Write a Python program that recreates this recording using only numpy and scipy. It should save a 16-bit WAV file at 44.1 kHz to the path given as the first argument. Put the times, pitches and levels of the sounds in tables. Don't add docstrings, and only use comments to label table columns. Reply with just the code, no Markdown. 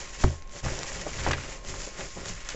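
import sys
import numpy as np
from scipy import signal
from scipy.fft import rfft, irfft
from scipy.io import wavfile
from scipy.ndimage import uniform_filter1d

SR = 44100
rng = np.random.default_rng(int(sys.argv[2]) if len(sys.argv) > 2 else 0)


def master_out(mix):
    frames = np.transpose(np.atleast_2d(mix))
    ceiling = np.clip(frames, -1, 1)
    pcm = np.round(ceiling * 32767).astype(np.int16)
    wavfile.write(sys.argv[1], SR, pcm)


N = 112454

# f/Hz, level/dB
RUMBLE_COLOUR = [(15, 7.5), (28, 8), (50, 1.5), (80, -13), (150, -15.5), (300, -20.5), (1000, -31),
                 (2200, -27.5), (4000, -37.5), (8000, -48)]
AIR_COLOUR = [(12, -8.5), (28, 3.5), (50, -7.5), (85, -9.5), (140, -10), (250, -25), (600, -59)]
SLIDE_COLOUR = [(40, -26), (80, -6), (135, 0.5), (180, -1), (310, -6), (370, 2), (430, -4.5), (540, 1),
                (650, -6), (850, -7.5), (1300, -14), (2500, -25.5)]
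SNAP_COLOUR = [(150, -8), (600, -2.5), (1200, 1.5), (2500, -2.5), (4000, -2.5), (6000, 2), (8000, -5)]
TICK_COLOUR = [(400, -19.5), (1200, -6), (2500, -1), (4000, -2.5), (6000, 1.5), (8000, -4)]
FLEX_COLOUR = [(200, -29.5), (600, -8.5), (1100, -7.5), (1900, -1), (2700, -4.5), (3700, -10.5),
               (5000, -12.5), (8000, -15.5)]
CRINKLE_COLOUR = [(500, -29.5), (1500, -17.5), (3000, -6), (4000, -5.5), (5200, 1), (6300, 2), (7300, 5.5),
                  (8500, -24)]
# peak t/s, level/dB, half length/s
AIR_PUFFS = [(0.24, -35, 0.049), (0.662, -31.5, .03), (0.995, -41, 0.082), (1.223, -33, 0.064),
             (1.394, -39, 0.055), (2.321, -37.5, 0.044)]
# f/Hz, level/dB, time to fade by 60 dB/s
DESK_TONES = [(30.7, -11.5, .22), (51, -3.5, 0.12), (81, -0.5, 0.31), (133.7, -3, 0.22), (205, -9.5, 0.17),
              (231.7, -4.5, 0.13), (258.6, -5, 0.16), (365, 2, .11), (560, -28.5, 0.077), (800, -10.5, .05)]
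# t/s, level/dB, length of the push/s
DESK_BLOWS = [(0.2423, -14.5, 0.0023), (.638, -30, 0.0044), (0.667, -25, 0.0047), (0.72, -26.5, 0.0075),
              (1.115, -35.5, 0.004), (1.274, -29, 0.0041), (1.289, -23, 0.0048), (1.312, -32, 0.0014),
              (1.685, -34.5, .004), (1.745, -38.5, .003), (2.164, -39.5, .002), (2.226, -41, 0.0034),
              (2.292, -42, 0.0041)]
# t/s, level/dB, f/Hz, fade time of the rattle/s
KNOCKS = [(.237, -17, 664, 0.0095), (.565, -34, 600, 0.012), (.634, -30, 800, .009),
          (0.6626, -19, 950, 0.0084), (0.6832, -20.5, 1600, .005), (.731, -24.5, 650, 0.014),
          (.791, -33, 1000, .008), (1.066, -20, 636, 0.017), (1.0725, -30.5, 510, .006),
          (1.184, -31, 1100, .009), (1.265, -11, 910, 0.0081), (1.2754, -14.5, 770, 0.012),
          (1.281, -25, 950, 0.0027), (1.288, -20, 2100, 0.0037), (1.3095, -16, 1150, 0.0066),
          (1.3195, -19, 950, 0.0054), (1.3331, -11.5, 2000, 0.0049), (1.336, -15.5, 1630, 0.0048),
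          (1.3824, -26, 1264, 0.0066), (1.741, -29, 1050, 0.0073), (1.875, -29, 530, 0.0088),
          (1.9935, -26, 603, .011), (2.171, -36, 457, 0.013), (2.546, -25.5, 450, .009)]
# t/s, level/dB
SLIDE_LEVELS = [(0, -41), (.06, -53.5), (.17, -53), (.22, -46.5), (.33, -43), (.38, -58), (.5, -60),
                (.56, -44.5), (.62, -61), (.645, -36), (.76, -41.5), (.9, -43), (1.03, -42.5), (1.15, -45),
                (1.24, -38.5), (1.3, -32.5), (1.37, -43.5), (1.5, -44.5), (1.62, -51), (1.7, -44.5),
                (1.76, -44), (1.87, -46.5), (1.95, -51), (2.01, -40), (2.07, -48), (2.14, -60.5),
                (2.175, -39), (2.22, -45), (2.29, -43), (2.36, -54.5), (2.47, -55), (2.55, -45.5)]
# t/s, level/dB
SNAPS = [(.2175, -34), (.2245, -30), (.239, -20), (.423, -35.5), (.4757, -41), (.4945, -39), (.639, -39),
         (.6495, -28), (.7135, -31), (.7905, -23), (.8245, -51), (.8295, -31), (.8325, -19.5),
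         (.994, -29.5), (1.1135, -42), (1.1955, -24), (1.287, -23), (1.3115, -17.5), (1.3145, -19),
         (1.317, -21), (1.3335, -28), (1.649, -31), (1.688, -28.5), (1.802, -28), (1.819, -35.5),
         (1.889, -33.5), (1.9945, -31.5), (2.2585, -24), (2.2915, -34), (2.489, -20), (2.4915, -21),
         (2.504, -24)]
# t/s, bright crinkling level/dB, duller flexing level/dB
FILM_LEVELS = [(0, -41, -45.5), (.07, -52, -49.5), (.11, -45.5, -50), (.18, -46.5, -45.5),
               (.23, -36.5, -41), (0.269, -46.5, -45.5), (0.339, -47, -54), (.39, -56.5, -61.5),
               (0.461, -69, -69), (.498, -67, -68), (.512, -51.5, -54), (.585, -45.5, -51),
               (.625, -55.5, -53.5), (0.644, -44, -43.5), (.715, -41, -42.5), (.77, -43.5, -44.5),
               (0.959, -41.5, -42.5), (1.071, -45, -48), (1.17, -43.5, -43), (1.24, -39.5, -38.5),
               (1.32, -49, -38), (1.365, -51, -47), (1.42, -47, -43.5), (1.47, -48, -47),
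               (1.53, -44.5, -44.5), (1.626, -58.5, -60), (1.696, -39.5, -44), (1.731, -46, -49),
               (1.81, -41.5, -47), (1.872, -45, -47.5), (1.935, -49.5, -52.5), (1.98, -47, -46.5),
               (2.006, -40, -41), (2.051, -44, -47), (2.11, -48, -52.5), (2.19, -47, -49.5),
               (2.239, -46.5, -48), (2.29, -39, -43), (2.329, -46, -47), (2.41, -50.5, -47.5),
               (2.48, -50, -46.5), (2.51, -44, -41), (2.55, -48.5, -47.5)]


def undb(db):
    return 10 ** (np.asarray(db) / 20)


def unit(x):
    return x / np.sqrt(np.mean(x ** 2))


def random_gains(spread_db, limit=2):
    return undb(spread_db * np.clip(rng.standard_normal(N), -limit, limit))


def curve(rows):
    s, db = np.array(rows).T
    return undb(np.interp(np.arange(N) / SR, s, db))


def colour(x, points):
    size = 4096
    hz, db = np.array(points).T
    f = np.maximum(np.arange(size // 2 + 1) * SR / size, 1)
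    gain = undb(np.interp(np.log(f), np.log(hz), db))
    cepstrum = irfft(np.log(gain))
    cepstrum[1:size // 2] *= 2
    cepstrum[size // 2 + 1:] = 0
    response = irfft(np.exp(rfft(cepstrum)))
    return signal.fftconvolve(x, response)[:len(x)]


def band(x, lo_hz, hi_hz):
    return signal.sosfilt(signal.butter(2, [lo_hz, hi_hz], "band", fs=SR, output="sos"), x)


def add(out, s, sound):
    i = int(s * SR)
    out[i:i + len(sound)] += sound[:max(N - i, 0)]


def background(rumble_db=-42.5, whine_hz=1071, whine_db=-58.5):
    rumble = unit(colour(rng.standard_normal(N), RUMBLE_COLOUR))
    whine = np.sqrt(2) * np.sin(2 * np.pi * whine_hz * np.arange(N) / SR)
    return undb(rumble_db) * rumble + undb(whine_db) * whine


def room(x, fade_60db_s=0.096, echo_db=-12):
    t = np.arange(SR // 2) / SR
    tail = rng.standard_normal(len(t)) * undb(-60 * t / fade_60db_s) * (t > .003)
    tail = band(tail / np.sqrt(np.sum(tail ** 2)), 180, 7200)
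    return x + undb(echo_db) * signal.fftconvolve(x, tail)[:N]


def wafts():
    t = np.arange(N) / SR
    swell = sum(undb(db) * np.exp(-((t - s) / half_s) ** 2) for s, db, half_s in AIR_PUFFS)
    return swell * unit(colour(rng.standard_normal(N), AIR_COLOUR))


def desk():
    force, t = np.zeros(N), np.arange(SR // 2) / SR
    for s, db, push_s in DESK_BLOWS:
        push = t * np.exp(-4 * t / push_s)
        add(force, s, undb(db) * push / push.sum())
    ring = sum(-undb(db - 60 * t / fade_s) * np.sin(2 * np.pi * hz * t) for hz, db, fade_s in DESK_TONES)
    return signal.fftconvolve(force, ring)[:N]


def package_drop(at_s=.2385, db=-19.5, start_hz=2426, sweep_s=0.00772, rise_s=0.0033):
    out, t = np.zeros(N), np.arange(SR // 2) / SR
    cycles = start_hz * t / (1 + t / sweep_s)
    swell = t / rise_s * np.exp(1 - t / rise_s)
    add(out, at_s, undb(db) * swell * np.sin(2 * np.pi * cycles))
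    return out


def knocks(ring_cycles=1.14, rattle_db=-14.5):
    out, t = np.zeros(N), np.arange(SR // 10) / SR
    for s, db, hz, fade_s in KNOCKS:
        ring = -np.sin(2 * np.pi * hz * t) * np.exp(-t * hz / ring_cycles)
        rattle = unit(band(rng.standard_normal(len(t)), hz * 0.43, hz * 1.54)) * np.exp(-t / fade_s)
        add(out, s, undb(db) * (ring + undb(rattle_db) * rattle))
    return out


def clicks(points, per_s, size_spread_db, band_spread_db, ring_s):
    hits = rng.random(N) < per_s / SR
    sizes = hits * random_gains(size_spread_db)
    t = np.arange(SR // 20) / SR
    fade = np.exp(-2 * t / ring_s)
    edges_hz = np.geomspace(40, 10240, 13)
    out = np.zeros(N)
    for lo, hi in zip(edges_hz[:-1], edges_hz[1:]):
        push = sizes * random_gains(band_spread_db)
        energy = np.abs(signal.fftconvolve(push ** 2, fade)[:N])
        nearby_energy = uniform_filter1d(energy, SR // 40)
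        energy /= np.sqrt(nearby_energy * energy.mean() + 1e-12)
        out += band(np.sqrt(energy) * rng.standard_normal(N), lo, hi)
    return unit(colour(out, points))


def sliding(gain_db=-0.5):
    scrape = clicks(SLIDE_COLOUR, per_s=1200, size_spread_db=4, band_spread_db=1, ring_s=.002)
    return undb(gain_db) * scrape * curve(SLIDE_LEVELS)


def snaps(crack_s=0.0007, shiver_s=0.0074, shiver_db=-14.5):
    out, t = np.zeros(N), np.arange(SR // 20) / SR
    for s, db in SNAPS:
        crack, shiver = rng.standard_normal((2, len(t)))
        crack = band(crack, 200, 8000) * np.exp(-t / crack_s)
        crack *= np.sqrt(crack_s * SR / 2 / np.sum(crack ** 2))
        shiver *= undb(shiver_db) * np.exp(-t / shiver_s)
        add(out, s, undb(db) * (crack + shiver))
    return colour(out, SNAP_COLOUR)


def ticks(per_s=100, spread_db=3, fade_s=0.00061):
    hits = rng.random(N) < per_s / SR
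    sizes = hits * random_gains(spread_db, limit=1.5)
    t = np.arange(SR // 100) / SR
    bursts = signal.fftconvolve(sizes, np.exp(-t / fade_s))[:N]
    return unit(colour(bursts * rng.choice([-1, 1], N), TICK_COLOUR))


def bunching(per_s=51, spread_db=1.5):
    width = int(SR / per_s)
    wobble = uniform_filter1d(rng.standard_normal(N), width)
    wobble = unit(uniform_filter1d(wobble, width // 3))
    return undb(spread_db * np.clip(wobble, -2, 2))


def bubble_wrap(crinkle_db=-1, flex_db=0.5, tick_db=-8.5):
    crinkle = clicks(CRINKLE_COLOUR, per_s=3300, size_spread_db=2.5, band_spread_db=0.5, ring_s=0.00066)
    flex = clicks(FLEX_COLOUR, per_s=1500, size_spread_db=0, band_spread_db=1.5, ring_s=0.0012)
    levels = np.array(FILM_LEVELS)
    bright = (undb(crinkle_db) * crinkle + undb(tick_db) * ticks()) * curve(levels[:, [0, 1]])
    dull = undb(flex_db) * flex * curve(levels[:, [0, 2]])
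    return bunching() * (bright + dull)


def scene():
    handling = bubble_wrap() + sliding() + snaps() + knocks() + package_drop() + desk()
    return (room(handling) + wafts() + background())[None]


def record(dry):
    treble_cut = signal.firwin(141, 7900, window=("kaiser", 7), fs=SR)
    return signal.fftconvolve(dry, treble_cut[None], mode="same")


dry = scene()
out = record(dry)
master_out(out)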